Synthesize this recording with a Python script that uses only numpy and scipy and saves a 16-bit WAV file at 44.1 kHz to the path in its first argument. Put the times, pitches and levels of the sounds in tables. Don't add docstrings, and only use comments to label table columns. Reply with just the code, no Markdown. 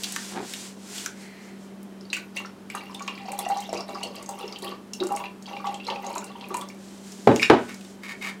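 import sys
import numpy as np
from scipy import signal
from scipy.fft import rfft, irfft
from scipy.io import wavfile
from scipy.ndimage import map_coordinates

SR = 44100
rng = np.random.default_rng(int(sys.argv[2]) if len(sys.argv) > 2 else 0)


def master_out(mix):
    frames = np.transpose(np.atleast_2d(mix))
    ceiling = np.clip(frames, -1, 1)
    pcm = np.round(ceiling * 32767).astype(np.int16)
    wavfile.write(sys.argv[1], SR, pcm)


N = 370440

# [f/Hz, strength/dB, time to fade by 60 dB/s]
LIP_MODES = [(2177, -2, .045), (2317, 0, .05), (2464, 0, .045), (2740, -7, .03), (3774, -21, .12),
             (3300, -14, .012), (4300, -17, .012), (4969, -12, .015), (5421, -12, .03), (7084, -12, .02)]


def from_db(db):
    return 10 ** (np.asarray(db) / 20)


def rms_one(x):
    return x / np.sqrt(np.mean(x ** 2) + 1e-20)


def in_time(rows):
    s, *columns = np.transpose(rows)
    t = np.arange(N) / SR
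    return [np.interp(t, s, column, left=-150, right=-150) for column in columns]


def at_hz(points, hz):
    table_hz, values = np.array(points).T
    return np.interp(np.log(hz), np.log(table_hz), values)


def coloured(x, spectrum):
    hz = np.arange(len(x) // 2 + 1) * SR / len(x) + 1
    return rms_one(irfft(rfft(x) * from_db(at_hz(spectrum, hz)), len(x)))


def drift(rate):
    knots = rng.standard_normal(round(N / SR * 60) + 3)
    return map_coordinates(knots, [np.arange(N) / SR * min(rate, 59)], order=3)


def resonate(x, hz, width_hz):
    r = np.exp(-np.pi * width_hz / SR)
    forward = [(1 - r * r) / 2, 0, (r * r - 1) / 2]
    feedback = [1, -2 * r * np.cos(2 * np.pi * hz / SR), r * r]
    return signal.lfilter(forward, feedback, x + 1e-18)


def grains(per_s, spread_db):
    sizes = from_db(spread_db * np.minimum(rng.exponential(1, N), 5)) * rng.choice([-1, 1], N)
    return rms_one(sizes * (rng.random(N) < per_s / SR))


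def add(out, s, sound):
    i = round(s * SR)
    out[i:i + len(sound)] += sound[:N - i]


def dying_noise(decay, spectrum):
    t, out = np.arange(SR // 2) / SR, 0
    for low in 40 * 2 ** np.arange(0, 8.6, .5):
        hz = low * 2 ** .25
        band_filter = signal.butter(2, [low, low * np.sqrt(2)], "band", fs=SR, output="sos")
        band = signal.sosfilt(band_filter, rng.standard_normal(len(t)))
        out = out + band * from_db(at_hz(spectrum, hz) - 60 * t / at_hz(decay, hz))
    return out / np.sqrt(np.mean(out[:SR // 50] ** 2))


def strike(force, modes):
    out = 0
    for hz, db, t60 in modes:
        r, w = from_db(-60 / (t60 * SR)), 2 * np.pi * hz / SR
        ring = signal.lfilter([0, np.sin(w)], [1, -2 * r * np.cos(w), r * r], force)
        out = out + from_db(db + rng.normal(0, 2.94)) * ring
    return out


def slap(db, hz, t60, breadth):
    burst = rng.standard_normal(2000) * from_db(-60 * np.arange(2000) / SR / t60)
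    burst = resonate(resonate(burst, hz, hz * breadth), hz, hz * breadth)
    return from_db(db) * burst / np.abs(burst).max()


def strokes(rows, rise_s, sag_db, fall_s):
    out, t = np.full(N, -150.), np.arange(N) / SR
    for s, length, db in rows:
        corners = [s - rise_s, s, s + length, s + length + fall_s]
        i, j = np.searchsorted(t, [corners[0], corners[-1]])
        shape = np.interp(t[i:j], corners, [-40, 0, -sag_db, -sag_db - 40])
        out[i:j] = np.maximum(out[i:j], db + shape)
    return out


def background():
    # [f/Hz, relative level/dB]
    air_colour = [(15, -62), (25, -35), (65, -25.5), (97, -29.5), (154, -14.5), (176, -18.5), (196, -4),
                  (264, -11.5), (419, -10), (467, -19), (535, -18), (2570, -33), (3030, -34), (10500, -43),
                  (16300, -51.5)]
    # [f/Hz, middle rms level/dB]
    hum_tones = [(195.1, -46), (100.5, -67.5), (401, -66.5), (3100, -72)]
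    t, hum = np.arange(N) / SR, 0
    for hz, db in hum_tones:
        level = np.sqrt(2) * from_db(db + 1.4 * drift(5.8))
        hum = hum + level * np.sin(2 * np.pi * hz * t + 0.42 * drift(7.8))
    air_db = -46.5 + 0.09 * drift(3.94)
    return hum + from_db(air_db) * coloured(rng.standard_normal(N), air_colour)


def rustle():
    # [f/Hz, relative level/dB]
    cloth_colour = [(290, -56), (500, 3.5), (553, -41), (688, -1.5), (795, -5), (1280, -8), (1440, -3.5),
                    (7640, 1), (16000, -21)]
    # [start t/s, length/s, level/dB]
    swishes = [(.04, 0.28, -38), (.5, .17, -39.5), (.96, 0.088, -36.5), (1.22, 0.033, -50),
               (1.45, 0.041, -56), (1.64, 0.024, -57), (1.95, 0.11, -80), (6.85, 0.19, -52),
               (7.08, 0.32, -48.5), (7.425, 0.026, -38), (7.62, 0.3, -51.5), (8.11, 0.017, -54),
               (8.23, 0.095, -54.5)]
    # [t/s, level/dB]
    tipping_level = [(1.12, -59), (1.156, -61), (1.23, -50), (1.506, -54), (1.63, -66), (1.636, -77),
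                     (1.676, -78), (1.7, -71)]
    # [f/Hz, width/Hz, relative level/dB]
    hiss_bands = [(2030, 460, 4), (4070, 300, -7), (3140, 52, -22)]
    noise = rng.standard_normal(N)
    hiss = rms_one(sum(from_db(db) * resonate(noise, hz, width) for hz, width, db in hiss_bands))
    cloth = coloured(grains(9000, spread_db=-1.0), cloth_colour)
    cloth_db = strokes(swishes, rise_s=0.35, sag_db=2.5, fall_s=.22) + 0.16 * drift(15)
    return from_db(cloth_db) * cloth + from_db(in_time(tipping_level)[0]) * hiss


def snaps():
    # [t/s, level of the ring/dB, centre f/Hz, bright edge relative to the ring/dB]
    snap_rows = [(0.0353, -13.5, 3600, -28), (.0423, -15.5, 3600, -5), (0.123, -17.5, 6960, -12),
                 (0.162, -16, 1510, -2), (0.5367, -17.5, 2870, -35), (0.981, -22.5, 2930, -9),
                 (1.061, -17.5, 1490, 0.5), (1.83, -38, 10000, -12), (7.12, -30.5, 5440, -12),
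                 (7.3613, -16.5, 3000, 0), (7.693, -28.5, 1340, -30), (7.695, -35, 5000, -25),
                 (7.744, -29.5, 5300, -22), (7.81, -34, 2980, -26), (7.848, -35, 3400, -18),
                 (8.0335, -39, 2780, -8)]
    out, click = np.zeros(N), np.r_[1., -1., np.zeros(300)]
    for s, db, hz, edge_db in snap_rows:
        ring = resonate(click, hz, 1.5 * hz)
        add(out, s, from_db(db) * ring / np.abs(ring).max())
        body = slap(db - 4, hz, 0.031, breadth=0.81)
        edge = slap(db + edge_db, 6000, 0.0074, breadth=0.51)
        add(out, s, body + edge)
    return out


def cap():
    # [t/s, level before the ringing/dB]
    knocks = [(7.3964, -28), (7.42, -32), (7.4245, -22.5), (7.429, -17.5), (7.436, -39), (7.4444, -36),
              (7.4564, -28)]
    # [f/Hz, width/Hz, relative level/dB]
    cap_bands = [(1290, 390, -8.5), (1830, 280, -3.5), (2180, 89, 7), (2160, 81, -21), (2930, 110, -13),
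                 (3660, 190, -12.5), (4500, 310, -19), (6300, 790, -26)]
    # [start t/s, length/s, level/dB]
    turns = [(7.424, 0.0069, -24.5), (7.445, 0.023, -51), (7.685, 0.04, -43.5), (8.036, 0.027, -38.5),
             (8.085, 0.041, -37), (8.22, 0.056, -33), (8.27, 0.026, -34.5)]
    out = np.zeros(N)
    for s, db in knocks:
        tap = np.r_[slap(-12, 3000, .012, breadth=1.5), np.zeros(SR // 5)]
        add(out, s, from_db(db) * strike(tap, LIP_MODES))
    clicks = grains(1000, spread_db=1.5)
    rings = sum(from_db(db) * resonate(clicks, hz, width) for hz, width, db in cap_bands)
    turn_db = strokes(turns, rise_s=0.022, sag_db=1.5, fall_s=0.04)
    return out + from_db(turn_db) * rms_one(rings)


def jug():
    # [t/s, level before mixing/dB, gain at the lowest pitches/dB]
    landings = [(7.2723, -8, 10.5), (7.288, -16.5, 9), (7.315, -18, 13), (7.499, -0.5, -5),
                (7.534, -14.5, -2)]
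    # [f/Hz, strength/dB, time to fade by 60 dB/s]
    counter_modes = [(87.4, -21, 0.63), (124, -8.5, 0.4), (236.8, 2, 0.49), (347, -20, 0.24),
                     (388, -25, 0.26), (436.4, 3.5, 0.35), (568.7, 6, 0.21), (770, -15, 0.47),
                     (980, 0, 0.31), (1276, -13, 0.44), (1490, -13.5, 0.59), (1840, -15, .2),
                     (2970, -12, 0.38), (3880, -14, 0.36)]
    # [f/Hz, relative level/dB]
    thud_colour = [(24, -49), (40, -1.5), (163, -12), (220, -0.5), (402, 1.5), (630, -12), (770, -2),
                   (1090, -12), (1720, -15.5), (2700, -29), (3740, -31), (16000, -65.5)]
    # [f/Hz, time to fade by 60 dB/s]
    thud_decay = [(60, 0.11), (250, 0.3), (1000, 0.24), (3000, 0.37), (12000, 0.087)]
    # [t/s, level/dB]
    drag_level = [(0.3, -59), (0.304, -51), (0.368, -31), (0.46, -41), (0.472, -68), (0.5, -56)]
    out, blow = np.zeros(N), np.zeros(SR // 2)
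    blow[:10] = np.hanning(10) / 5
    crack = from_db(-60 * np.arange(SR // 2) / SR / 0.022)
    bass_filter = signal.butter(1, 223, fs=SR)
    for s, db, bass_db in landings:
        rumble = dying_noise(thud_decay, thud_colour) * (1 + 3.3 * crack)
        hit = from_db(db - 20) * strike(blow, counter_modes) + from_db(db - 10.0) * rumble
        bass = signal.lfilter(*bass_filter, hit)
        add(out, s, hit + (from_db(bass_db) - 1) * bass)
    sharp = np.gradient(grains(900, spread_db=4.0)) * 6
    dull = grains(900, spread_db=-3.0)
    drag_db = in_time(drag_level)[0]
    out += from_db(drag_db) * coloured(sharp + dull, thud_colour)
    out += from_db(drag_db - 18) * rms_one(strike(grains(900, spread_db=4.0), LIP_MODES))
    return signal.sosfilt(signal.butter(5, 85, "high", fs=SR, output="sos"), out)


def bubble(db, hz, t60, rise, swell_cycles):
    t = np.arange(round(t60 * SR)) / SR
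    envelope = (1 - np.exp(-t * hz / swell_cycles)) * from_db(-60 * t / t60)
    return from_db(db) * envelope / envelope.max() * np.sin(2 * np.pi * hz * (t + rise * t * t / t60))


def froth(level_db, low_hz, high_hz, count, cycles, glide, lean):
    stream_start_s, stream_end_s = 1.95, 6.8
    out = np.zeros(N)
    for when, pitch, size, life, climb in rng.random((count, 5)):
        s = stream_start_s + when * (stream_end_s - stream_start_s)
        hz = low_hz * (high_hz / low_hz) ** (pitch ** lean)
        db = level_db[round(s * SR)] - 5.8 * np.log(1 - .98 * size)
        t60 = cycles / hz * (.5 + 1.56 * life)
        add(out, s, bubble(db, hz, t60, glide * climb ** 2, swell_cycles=0.61))
    return out


def single_bubbles():
    # [t/s, peak level of its sine before the glass/dB, starting f/Hz]
    bubble_rows = [(2.01, -38.5, 5000), (2.053, -43, 4500), (2.102, -32, 4020), (2.1308, -16, 2535),
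                   (2.168, -30, 1470), (2.3687, -23.5, 2500), (2.402, -34, 1060), (2.449, -29, 1340),
                   (2.4596, -35.5, 5600), (2.7006, -27.5, 2270), (2.749, -23, 1194), (2.7727, -35, 2750),
                   (2.897, -34, 1020), (2.948, -28.5, 3520), (2.995, -32.5, 2290), (3.006, -32, 1110),
                   (3.0225, -30.5, 6330), (3.0789, -22, 2390), (3.081, -28.5, 1050), (3.1777, -29.5, 2360),
                   (3.254, -35, 710), (3.284, -30.5, 747), (3.2908, -38, 2540), (3.3186, -33, 2360),
                   (3.329, -28.5, 828), (3.388, -30, 760), (3.45, -32, 2745), (3.464, -24.5, 717),
                   (3.5, -19.5, 787), (3.564, -25.5, 810), (3.6044, -37, 6400), (3.6929, -32.5, 5300),
                   (3.2, -39, 786), (3.69, -30.5, 668), (3.729, -18, 613), (3.775, -29, 4800),
                   (3.8063, -26.5, 5180), (3.889, -29, 620), (3.948, -31, 4920), (3.952, -31, 1180),
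                   (4.0296, -24, 2820), (4.057, -37, 493), (4.2613, -29.5, 6330), (4.29, -30, 860),
                   (4.408, -33, 820), (4.41, -37, 2820), (4.4787, -31.5, 5100), (4.525, -28.5, 4780),
                   (4.5602, -29, 3000), (4.44, -32, 410), (4.625, -37, 386), (4.689, -33.5, 390),
                   (4.645, -37, 2340), (4.668, -37, 1124), (4.678, -28, 3120), (4.719, -32.5, 1136),
                   (4.934, -29, 5170), (4.935, -36, 2810), (5.002, -23, 3740), (5.006, -30, 343),
                   (5.014, -22, 355), (5.047, -35, 384), (5.1, -35, 394), (5.108, -28, 820),
                   (5.118, -23, 827), (5.14, -32.5, 850), (5.1715, -30.5, 2140), (5.202, -29, 960),
                   (5.2007, -38, 2660), (5.239, -27, 2370), (5.241, -30.5, 953), (5.2562, -29, 2580),
                   (5.4583, -33, 3180), (5.465, -36, 4410), (5.48, -42.5, 807), (5.532, -36, 2800),
                   (5.5668, -29.5, 2320), (5.568, -39, 826), (5.643, -27.5, 940), (5.6697, -30.5, 3180),
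                   (5.67, -25.5, 830), (5.744, -32.5, 3130), (5.8001, -30, 2520), (5.8677, -27, 4100),
                   (5.884, -24, 890), (5.9016, -21, 2990), (5.922, -26.5, 832), (5.97, -35, 800),
                   (5.9588, -32, 2510), (6.042, -29.5, 870), (6.066, -25.5, 6480), (6.154, -27, 7000),
                   (6.1, -29.5, 900), (6.159, -25.5, 975), (6.17, -34, 410), (5.6, -34, 1140),
                   (6.181, -23.5, 6800), (6.3, -42, 1104), (6.354, -35, 930), (6.425, -35.5, 964),
                   (6.411, -31, 3200), (6.442, -33, 2500), (6.505, -31, 1200), (6.5429, -28, 2380),
                   (6.544, -22.5, 950), (6.612, -31.5, 3350), (6.621, -34.5, 1143), (6.701, -38, 2260)]
    ring_t60_s, burst_t60_s, fade_power, longest_s = 0.062, 0.09, -.7, 0.058
    climb_at_1k, climb_power, swell_cycles_at_1k, swell_power = 0.049, 0.39, 0.23, -0.29
    out = np.zeros(N)
    for s, db, hz in bubble_rows:
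        khz = hz / 1000
        ring_s = min(ring_t60_s * khz ** fade_power, longest_s)
        burst_s = min(burst_t60_s * khz ** fade_power, longest_s)
        rise = climb_at_1k * khz ** climb_power * rng.uniform(0.26, 2.33)
        add(out, s, bubble(db, hz, ring_s, rise, swell_cycles_at_1k * khz ** swell_power))
        add(out, s, slap(db - 2.5, hz, burst_s, breadth=0.63))
    return out


def pouring():
    # [start t/s, length/s, gurgle level/dB, fizz level/dB]
    surges = np.array([(2.142, 0.033, -48, -26), (2.367, 0.019, -37, -28.5), (2.447, .03, -64, -43),
                       (2.71, 0.033, -58, -38), (2.745, 0.14, -41.5, -37.5), (2.903, 0.41, -46, -46),
                       (3.072, 0.27, -42.5, -40), (3.26, 0.09, -38.5, -36), (3.388, 0.071, -34, -30),
                       (3.496, 0.22, -45.5, -34), (3.739, 0.061, -28, -30.5), (3.883, 0.23, -36, -38.5),
                       (4.033, 0.047, -36, -34), (4.153, 0.084, -35, -37.5), (4.289, 0.088, -39.5, -43),
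                       (4.374, 0.21, -36.5, -37.5), (4.628, 0.11, -33.5, -32.5), (5.009, 0.089, -29, -39.5),
                       (5.1, 0.046, -33, -47), (5.15, 0.1, -34.5, -40), (5.483, 0.19, -37, -40.5),
                       (5.655, 0.11, -30, -36), (5.848, .02, -45, -38), (5.881, 0.039, -29, -31),
                       (5.95, 0.065, -38, -42), (6.024, 0.23, -32, -38), (6.14, 0.19, -40, -38.5),
                       (6.363, 0.36, -46.5, -45), (6.508, 0.09, -32.5, -42)])
    # [t/s, level before the glass/dB, centre f/Hz]
    splats = [(2.1297, -20.5, 6300), (2.167, -25, 6660), (2.3737, -23.5, 6940), (2.7, -32, 7700),
              (2.751, -24, 8150), (2.9451, -28.5, 8660), (2.9945, -31, 6330), (3.0774, -26, 6200),
              (3.3184, -23.5, 8200), (3.3896, -15.5, 9700), (3.488, -25.5, 7700), (3.5723, -27.5, 6240),
              (3.6046, -23.5, 6740), (3.7288, -24.5, 7000), (4.0324, -23, 7920), (4.1564, -34, 7100),
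              (4.2265, -30, 7840), (4.291, -21, 7150), (4.388, -30, 8700), (4.5874, -29, 8100),
              (4.6234, -26.5, 8900), (4.645, -28, 11000), (4.934, -21.5, 6230), (5.036, -25.5, 6560),
              (5.069, -24.5, 7200), (5.1227, -24.5, 8500), (5.162, -20.5, 8000), (5.4243, -32.5, 6340),
              (5.6697, -31.5, 6200), (5.7426, -29.5, 6640), (5.8774, -32, 6220), (6.047, -36, 6310),
              (6.1024, -36, 8000), (6.129, -32, 8000), (6.1528, -32, 9000), (6.181, -31, 9000),
              (6.2426, -28, 8150), (6.486, -32, 11800), (6.542, -24, 7250), (6.5685, -20, 8300),
              (6.6116, -27, 7740), (6.6876, -28.5, 6010)]
    # [f/Hz, width/Hz, level/dB]
    glass_bands = [(345, 74, 1), (794, 70, 2), (1133, 130, -8.5), (1780, 29, -5), (2340, 22, -13),
                   (2756, 90, -0.5), (980, 31, -8), (3930, 210, -6), (4530, 570, -7.5), (5420, 45, 1)]
    gurgle_db, fizz_db = (strokes(surges[:, [0, 1, k]], rise_s=0.037, sag_db=11, fall_s=0.097)
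                          for k in (2, 3))
    scatter_db = strokes([(s, .01, db - 26) for s, db, hz in splats], 0.0067, 0, fall_s=0.24)
    spray_db = np.maximum(fizz_db - 14, scatter_db)
    froth_under_db = -13
    water = froth(gurgle_db + froth_under_db, 381, 1320, count=2200, cycles=17.4, glide=0.34, lean=0.708)
    water += froth(fizz_db + froth_under_db, 1910, 6170, count=3200, cycles=46, glide=0.5, lean=1.205)
    water += froth(spray_db, 5800, 16300, count=3500, cycles=11.0, glide=0.21, lean=0.99)
    water += single_bubbles()
    for s, db, hz in splats:
        bright_edge = slap(db - 16, 19500, 0.024, breadth=0.2)
        add(water, s, slap(db, hz, 0.026, breadth=0.6) + bright_edge)
    ringing = sum(from_db(db) * resonate(water, hz, width) for hz, width, db in glass_bands)
    return from_db(-3.0) * water + ringing


def scene():
    # [f/Hz, time to fade by 60 dB/s]
    kitchen_decay = [(200, 0.31), (1000, 0.29), (4000, 0.21), (14000, 0.08)]
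    near, dry_snaps = pouring() + cap(), snaps()
    echo = dying_noise(kitchen_decay, [(200, 4.5), (14000, 1.4)])
    delayed_echo = np.r_[np.zeros(150), echo]
    into_room = near + from_db(-2) * dry_snaps
    wet = signal.fftconvolve(into_room, delayed_echo)[:N]
    return (near + dry_snaps + from_db(-36.5) * wet + jug() + rustle() + background())[None]


def record(dry):
    top_cut = signal.cheby2(18, 70, 16450, fs=SR, output="sos")
    return signal.sosfilt(top_cut, np.clip(dry, -.99, .99))


dry = scene()
out = record(dry)
master_out(out)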